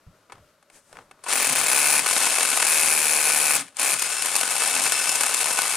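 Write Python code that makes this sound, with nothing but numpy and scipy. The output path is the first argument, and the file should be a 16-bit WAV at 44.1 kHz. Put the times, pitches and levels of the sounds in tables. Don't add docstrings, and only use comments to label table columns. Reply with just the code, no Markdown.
import sys
import numpy as np
from scipy import signal
from scipy.fft import rfft, irfft, next_fast_len
from scipy.io import wavfile
from scipy.ndimage import uniform_filter1d

SR = 44100
rng = np.random.default_rng(int(sys.argv[2]) if len(sys.argv) > 2 else 0)


def to_wav(sig):
    pcm = np.clip(np.atleast_2d(sig), -1, 1) * 32767
    pcm = np.round(pcm).astype(np.int16)
    wavfile.write(sys.argv[1], SR, pcm.T)


N = 254016
TIME = np.arange(N) / SR
FREQ = np.maximum(np.fft.rfftfreq(2 * next_fast_len(N // 2 + SR // 8, True), 1 / SR), 1)
SIZE = 2 * (len(FREQ) - 1)
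FULL_SPEED_HZ = 75


def undb(db):
    return 10 ** (np.asarray(db) / 20)


def curve(rows, axis=1):
    rows = np.asarray(rows)
    return np.interp(TIME, rows[:, 0], rows[:, axis])


def spectrum(rows, axis=1):
    rows = np.asarray(rows)
    return np.interp(np.log(FREQ), np.log(rows[:, 0]), rows[:, axis])


def response(points, lifts=()):
    db = spectrum(points)
    for hz, width, lift in lifts:
        db = db + lift / (1 + (2 * (FREQ - hz) / width) ** 2)
    cepstrum = irfft(np.log(undb(db)))
    h = np.exp(rfft(cepstrum * 2 * (np.arange(SIZE) < SIZE // 2)))
    return h / np.sqrt(np.mean(abs(h) ** 2))


def modes(rows, order=1):
    h = 0
    for k, (hz, width, db) in enumerate(rows):
        resonance = 1 / (1 + 1j * (FREQ ** 2 - hz ** 2) / (FREQ * width)) ** order
        h = h + (-1) ** k * undb(db) * resonance
    return h / np.sqrt(np.mean(abs(h) ** 2))


def through(x, h):
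    return irfft(rfft(x, SIZE) * h)[:N]


# frequency in Hz, left minus right in dB, unrelated share in dB.
MIC_PAIR = [(100, 0.5, -18), (724, 2, -19), (1500, 3.5, -9), (2800, 1.5, -14), (4700, 4, -4.5),
            (9250, 8.5, -8.5), (11100, 1.5, -8.5), (15000, 0.5, -2.5)]


def excite(envelope, h, treble_db=0, split_hz=4500):
    drive = envelope * rng.standard_normal((2, N))
    upper = 1 / (1 + (split_hz / FREQ) ** 4)
    tilt = undb(treble_db / 2)
    bright = rfft(drive * tilt, SIZE) * upper
    dull = rfft(drive / tilt, SIZE) * (1 - upper)
    mid, side = h * (bright + dull)
    sides = np.array([[1], [-1]])
    pair = mid + sides * side * undb(spectrum(MIC_PAIR, axis=2))
    balance = undb(sides * spectrum(MIC_PAIR) / 2)
    return irfft(pair * balance)[:, :N]


def bursts(times, sizes, hold_s, t60_s):
    power = np.zeros(N)
    for t, size, hold, t60 in np.broadcast(times, sizes, hold_s, t60_s):
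        start = int(np.clip(t * SR, 0, N))
        age = TIME[:min(int((hold + t60) * SR), N - start)]
        decay = np.exp(-np.log(1000) * np.maximum(age - hold, 0) / t60)
        power[start:start + len(age)] += (size * decay) ** 2
    return np.sqrt(power)


def swells(rows):
    return sum(undb(db) * np.exp(-((TIME - middle) / half) ** 2) for middle, half, db in rows)


def wobble(rate):
    k = max(int(SR / rate), 1)
    steps = np.repeat(rng.standard_normal(N // k + 1), k)[:N]
    slewed = uniform_filter1d(steps, k)
    return slewed / slewed.std()


def held(times, values):
    return values[np.maximum(np.searchsorted(times, TIME + .002) - 1, 0)]


def spells(rows, values, rest):
    grip_change_s = 0.036
    control = rest
    for (start, end, *_), value in zip(rows, values):
        gate = np.clip(np.minimum(TIME - start, end - TIME) / grip_change_s + .5, 0, 1)
        control = control + gate * (value - rest)
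    return control


# frequency in Hz, density in dB per Hz.
AIR = [(15, -28), (25, -15.5), (62, -17), (95, -10), (181, -8), (501, -8.5), (588, -1.5), (709, -14),
       (1280, -10), (1760, -15), (11800, -26), (13100, -32), (15000, -39)]


def outdoors():
    lifts = [(616, 73, 3.9), (1390, 300, 4), (12950, 350, 10)]  # Hz, width Hz, dB
    return excite(undb(-62.5 + 1.6 * wobble(15)), response(AIR, lifts))


# middle in seconds, half length in seconds, level in dB.
RUB = [(.1, .25, -69), (.355, 0.042, -55), (.97, 0.065, -53), (1.15, 0.14, -63)]
# middle in seconds, half length in seconds, level in dB.
SLIDE = [(.762, 0.036, -53.5), (.93, 0.12, -61.5)]
# start in seconds, level in dB, t60 in seconds.
BUMPS = [(.064, -45, 0.16), (.1, -59, 0.14), (.335, -60, .3), (.385, -55, 0.31), (.93, -63, 0.6)]
# start in seconds, level in dB before a trim,
# treble against the middle in dB, t60 in seconds.
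TAPS = [(.298, -48, -18, .05), (.321, -31, 0.5, 0.044), (0.627, -48, 6, .03), (0.7, -39.5, 3, 0.023),
        (0.928, -32.5, 3, 0.02), (.955, -43, -6, .03), (0.97, -33.5, -8, 0.011), (0.988, -38, -8, 0.019),
        (1.112, -35.5, 1, 0.029), (1.191, -52, -8, .027), (1.238, -29.5, 12.5, 0.076),
        (1.264, -33, -12, 0.1), (1.285, -18.5, 12, 0.061), (3.769, -24.5, 26, 0.011)]
# frequency in Hz, density in dB per Hz.
TAP_COLOUR = [(60, -33), (300, -8.5), (800, 4.5), (1100, 4.5), (1600, -1), (2400, -7), (3500, -10),
              (6000, -17), (9000, -15), (12000, -26), (15000, -47)]


def aiming():
    t, db, treble, t60 = np.transpose(TAPS)
    contacts = bursts(t, undb(db - 2.5), hold_s=0.0005, t60_s=t60)
    taps = excite(contacts, response(TAP_COLOUR, BODY), treble_db=held(t, treble))
    cloth = response([(60, -5), (300, -3.0), (1100, -2.0), (3000, -17.5), (10000, -29), (15000, -40)])
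    catching = undb(2.5 * wobble(150))
    rub = excite(swells(RUB) * catching, cloth)
    scrape = response([(200, -1), (1500, 0), (4000, -7), (9000, 1), (12000, -11), (15000, -22)])
    slide = excite(swells(SLIDE), scrape)
    t, db, t60 = np.transpose(BUMPS)
    soft = response([(20, -3), (60, 6), (180, -1), (320, -34), (1500, -60)])
    bumps = excite(bursts(t, undb(db), hold_s=0.0066, t60_s=t60), soft)
    return taps + rub + slide + bumps


# time in seconds, piston cycles a second.
SPEED = [(1.23, 15.0), (1.31, 45.6), (1.42, 44.8), (1.53, 33.9), (1.615, 33.1), (1.72, 65.7), (1.79, 73.2),
         (2.62, 75.2), (2.72, 79.0), (3.05, 75.8), (3.57, 74.2), (3.75, 35.8), (3.84, 67.0), (4.0, 71.2),
         (4.16, 76.2), (4.62, 74.7), (5.45, 76.5), (5.76, 73.5)]


def motor_speed():
    return curve(SPEED)


# on in seconds, off in seconds.
TRIGGER = [(1.232, 3.58), (3.736, 5.9)]


def motor_power():
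    spin_up_s, spin_up_db_per_s, coast_db_per_s = .065, 546, 248
    pulls = []
    for on, off in TRIGGER:
        rise = spin_up_db_per_s * (TIME - on - spin_up_s)
        fall = coast_db_per_s * (off - TIME)
        pulls.append(np.minimum(rise, fall))
    return np.clip(np.max(pulls, axis=0), -90, 0)


# start in seconds, end in seconds, rattle in dB,
# grinding in dB, free running in dB (raises the whine tones by their own growth).
EASED = [(2.066, 2.673, -23.5, -24, -3), (3.954, 4.232, -38.5, -26.5, 4.5), (4.24, 4.613, -28.5, -26, -8),
         (4.61, 4.89, -25, -24, 0.5), (4.9, 5.177, -27, -25, 6.5), (5.19, 5.9, -26.5, -26, -5)]


def looseness():
    return spells(EASED, np.ones(len(EASED)), rest=0)


# frequency in Hz, density in dB per Hz.
WHIRR = [(29, -52), (50, -39), (91, -37), (141, -22.5), (311, -13.5), (446, -8.5), (596, -5.5), (1040, -3),
         (1890, -4), (2580, -4.5), (3060, -2.5), (4600, -6), (9250, -3), (11500, -11), (15700, -27.5)]
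# middle in seconds, half length in seconds, level in dB.
BOOM = [(1.55, .1, -42.5), (2.02, 0.058, -50.5), (3.59, 0.063, -45.5), (3.94, 0.031, -47), (4.8, .09, -49)]
# multiple of the piston rate, level in dB, dB gained per dB of free running.
TONES = [(2, -65, .1), (20, -46, .2), (35, -42, .5), (70, -43, .8), (93.4, -49, 1), (114, -47, .8)]


def machine(turns):
    loaded_grind_db, loaded_free_db = -23.5, -37
    *_, grind_db, free_db = np.transpose(EASED)
    power = motor_power()
    grit = undb(2.7 * wobble(1500) + 1.47 * wobble(120) - 3.0)
    treble = -2 + 2.5 * looseness() + 0.13 * power
    level = undb(spells(EASED, grind_db, rest=loaded_grind_db) + power)
    whirr = excite(level * grit, response(WHIRR, BODY), treble_db=treble)
    boom = excite(swells(BOOM), modes([(150, 60, -2), (272, 50, 0)], order=2))
    shaft = turns + .0009 * wobble(60)
    free = spells(EASED, free_db, rest=loaded_free_db)
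    tones = 0
    for order, db, growth in TONES:
        loudness = np.sqrt(2) * undb(db + growth * free + 1.94 * wobble(40))
        tones = tones + loudness * np.sin(2 * np.pi * order * shaft)
    tones = tones * (1 + .5 * np.cos(2 * np.pi * turns)) * undb(3 * wobble(350) - 1.5)
    whine = tones * (motor_speed() / FULL_SPEED_HZ) ** 5 * undb([[2.5], [-.5]])
    return whirr + boom + whine


# frequency in Hz, width in Hz, lift in dB.
BODY = [(260, 9.9, 5.5), (462, 29, 5), (780, 31, 4), (1054, 52, 3), (1247, 73, 3.5), (1486, 37, 7.5),
        (1764, 49, 5), (1860, 17, -9.5), (2225, 230, 5.5), (2620, 110, 7), (3460, 1700, -1), (4360, 140, 3),
        (7170, 570, 2.5), (8600, 200, 0.5), (9470, 2140, 6)]
# frequency in Hz, density in dB per Hz.
LOOSE = [(47, -59), (80, -47), (145, -17.5), (270, -9.5), (315, -11.5), (778, 1), (1350, -1), (1480, 0.5),
         (1880, -4.5), (2620, 0), (3130, -3), (4660, -5), (9240, -4), (11500, -4.5), (15700, -36)]
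# start in seconds, level in dB before a trim,
# treble against the middle in dB before scaling and trim.
KNOCKS = [(1.304, -21, -2), (1.326, -16, 2), (2.062, -14.5, -4), (2.164, -16.5, -8), (2.214, -20, -6),
          (2.268, -18, -7), (2.384, -14.5, 1), (2.408, -14.5, 0), (2.573, -12.5, 2), (2.624, -13.5, 1),
          (3.995, -21.5, 13), (4.023, -16.5, 8.5), (4.222, -16, 4.5), (4.259, -18.5, 7), (4.354, -14.5, 6),
          (4.363, -15, 9), (4.411, -15, 5), (4.432, -18, -4), (4.506, -22, 10), (4.564, -19, 1),
          (4.62, -18, -4), (4.764, -22, -9), (4.864, -18.5, -5), (4.921, -12.5, 6), (5.092, -16, 10),
          (5.155, -18, 11), (5.208, -13.5, 6), (5.233, -14.5, 3), (5.263, -16.5, 7), (5.344, -14.5, 7),
          (5.457, -17.5, -1), (5.508, -19.5, -6), (5.588, -14, 0), (5.618, -16.5, 5)]
# first blow in seconds, end in seconds, blow in dB at full speed,
# bit ring in dB at full speed, rebound chirp in dB before a trim, crack treble in dB, rattle in dB.
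PRESSED = [(1.3337, 2.005, -19.5, 2.5, -6.5, -1.5, -27), (2.6675, 3.574, -21.5, 1.5, -13, 1.5, -33),
           (3.796, 3.94, -23.5, 3.5, -11, 2, -29)]


def rattle(turns):
    levels = [row[-1] for row in PRESSED] + [row[2] for row in EASED]
    play = undb(spells(PRESSED + EASED, levels, rest=-45) + motor_power())
    cycles = np.arange(0, turns[-1], .5)
    chance = rng.uniform(-1, 1, (len(cycles), 3)).T
    t = np.interp(cycles + .3 * chance[0], turns, TIME)
    small = bursts(t, undb(1.0 + 4.0 * chance[1]), hold_s=0.0012, t60_s=0.021 * np.exp(.5 * chance[2]))
    bounce_s, jitter_s, bounce_db, scatter_db = .0245, .006, 2, 2.5
    chance = rng.uniform(-1, 1, (N // 800, 2)).T
    t = bounce_s * np.arange(len(chance[0])) + jitter_s * chance[0]
    bounces = bursts(t, undb(bounce_db + scatter_db * chance[1]), hold_s=0.0017, t60_s=0.011) * looseness()
    t, db, treble = np.transpose(KNOCKS)
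    hard = bursts(t, undb(db - 2), hold_s=.002, t60_s=.018)
    h = response(LOOSE, BODY)
    return (excite(small * play, h, treble_db=2.5 * wobble(120))
            + excite(bounces * play, h, treble_db=3.5 + 3.5 * wobble(40))
            + excite(hard, h, treble_db=1.05 * held(t, treble) - 2.5))


# frequency in Hz, density in dB per Hz.
STRIKE = [(59, -57), (100, -69), (140, -58), (223, -22), (421, -24), (762, -1), (1380, -4.5), (1470, 2.5),
          (1890, -1), (2550, 4), (2890, -20), (3890, -3), (10100, 1), (14100, -7), (15700, -46)]
# frequency in Hz, width in Hz, level in dB.
BIT = [(2490, 350, 3.5), (9000, 100, -2.5), (10280, 760, 2.5)]
# frequency in Hz, width in Hz, level in dB.
SHELL = [(79, 26, -28), (146.3, 8.9, -5), (226, 33, -2.5), (289, 26, 1.5), (386, 23, 1), (469, 42, 1.5),
         (539, 68, 5), (874, 395, 4.5)]


def hammer(turns):
    blow_times = []
    for start, end, *_ in PRESSED:
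        first, last = np.interp((start, end), TIME, turns)
        blow_times.append(np.interp(np.arange(first, last), turns, TIME))
    t = np.concatenate(blow_times)
    chance = rng.uniform(-0.71, 1, (len(t), 6)).T
    starts, _, blow_db, ring_db, chirp_db, treble_db, _ = np.transpose(PRESSED)
    blow_db_per_oct, ring_db_per_oct, shake_db_per_oct = 2, 3.5, -5
    octaves = np.log2(motor_speed() / FULL_SPEED_HZ)
    force = undb(held(starts, blow_db) + blow_db_per_oct * octaves)
    ring = undb(held(starts, ring_db) + ring_db_per_oct * octaves)
    shake = undb(-15.5 + shake_db_per_oct * octaves)
    size = undb(1.0 * chance[0])
    blow = bursts(t, size, hold_s=0.0025, t60_s=0.0092)
    back = t + .0048 + 0.00036 * chance[1]
    rebound = bursts(back, undb(-0.5 + 5.5 * chance[2]), hold_s=0.0022, t60_s=0.009)
    chatter_t = back + .0026 + 0.0011 * chance[3]
    chatter = bursts(chatter_t, undb(-10.5 + 9.7 * chance[4]), hold_s=0.00033, t60_s=0.014)
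    bit_hz, bit_width, _ = BIT[0]
    stone = response(STRIKE, BODY) / (1 + 0.23 / (1 + ((FREQ - bit_hz) / bit_width) ** 2))
    contacts = np.sqrt(blow ** 2 + rebound ** 2 + chatter ** 2)
    crack = excite(force * contacts, stone, treble_db=held(starts, treble_db))
    kicks = np.zeros(N)
    kicks[((t + .00008 * chance[5]) * SR).astype(int)] = size * np.sqrt(SR / FULL_SPEED_HZ)
    steel = through(kicks * force * ring, modes(BIT, order=2)) * undb([[-5.5], [-9]])
    thump = through(kicks * force * shake, modes(SHELL)) * undb([[0], [-1.5]])
    chirp = undb(held(starts, chirp_db) - 6)
    ping = excite(rebound * force * chirp, modes([(15270, 150, 0)], order=2))
    return crack + steel + thump + ping


def scene():
    turns = np.cumsum(motor_speed()) / SR
    background = outdoors() + aiming()
    drill = machine(turns) + rattle(turns) + hammer(turns)
    bass_cut = signal.butter(2, 55, "high", fs=SR, output="sos")
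    return background + signal.sosfilt(bass_cut, drill)


def record(dry):
    ceiling, top_hz = .78, 15800
    rounded = ceiling * np.tanh(dry / ceiling)
    return signal.sosfilt(signal.ellip(10, .2, 80, top_hz, fs=SR, output="sos"), rounded)


dry = scene()
out = record(dry)
to_wav(out)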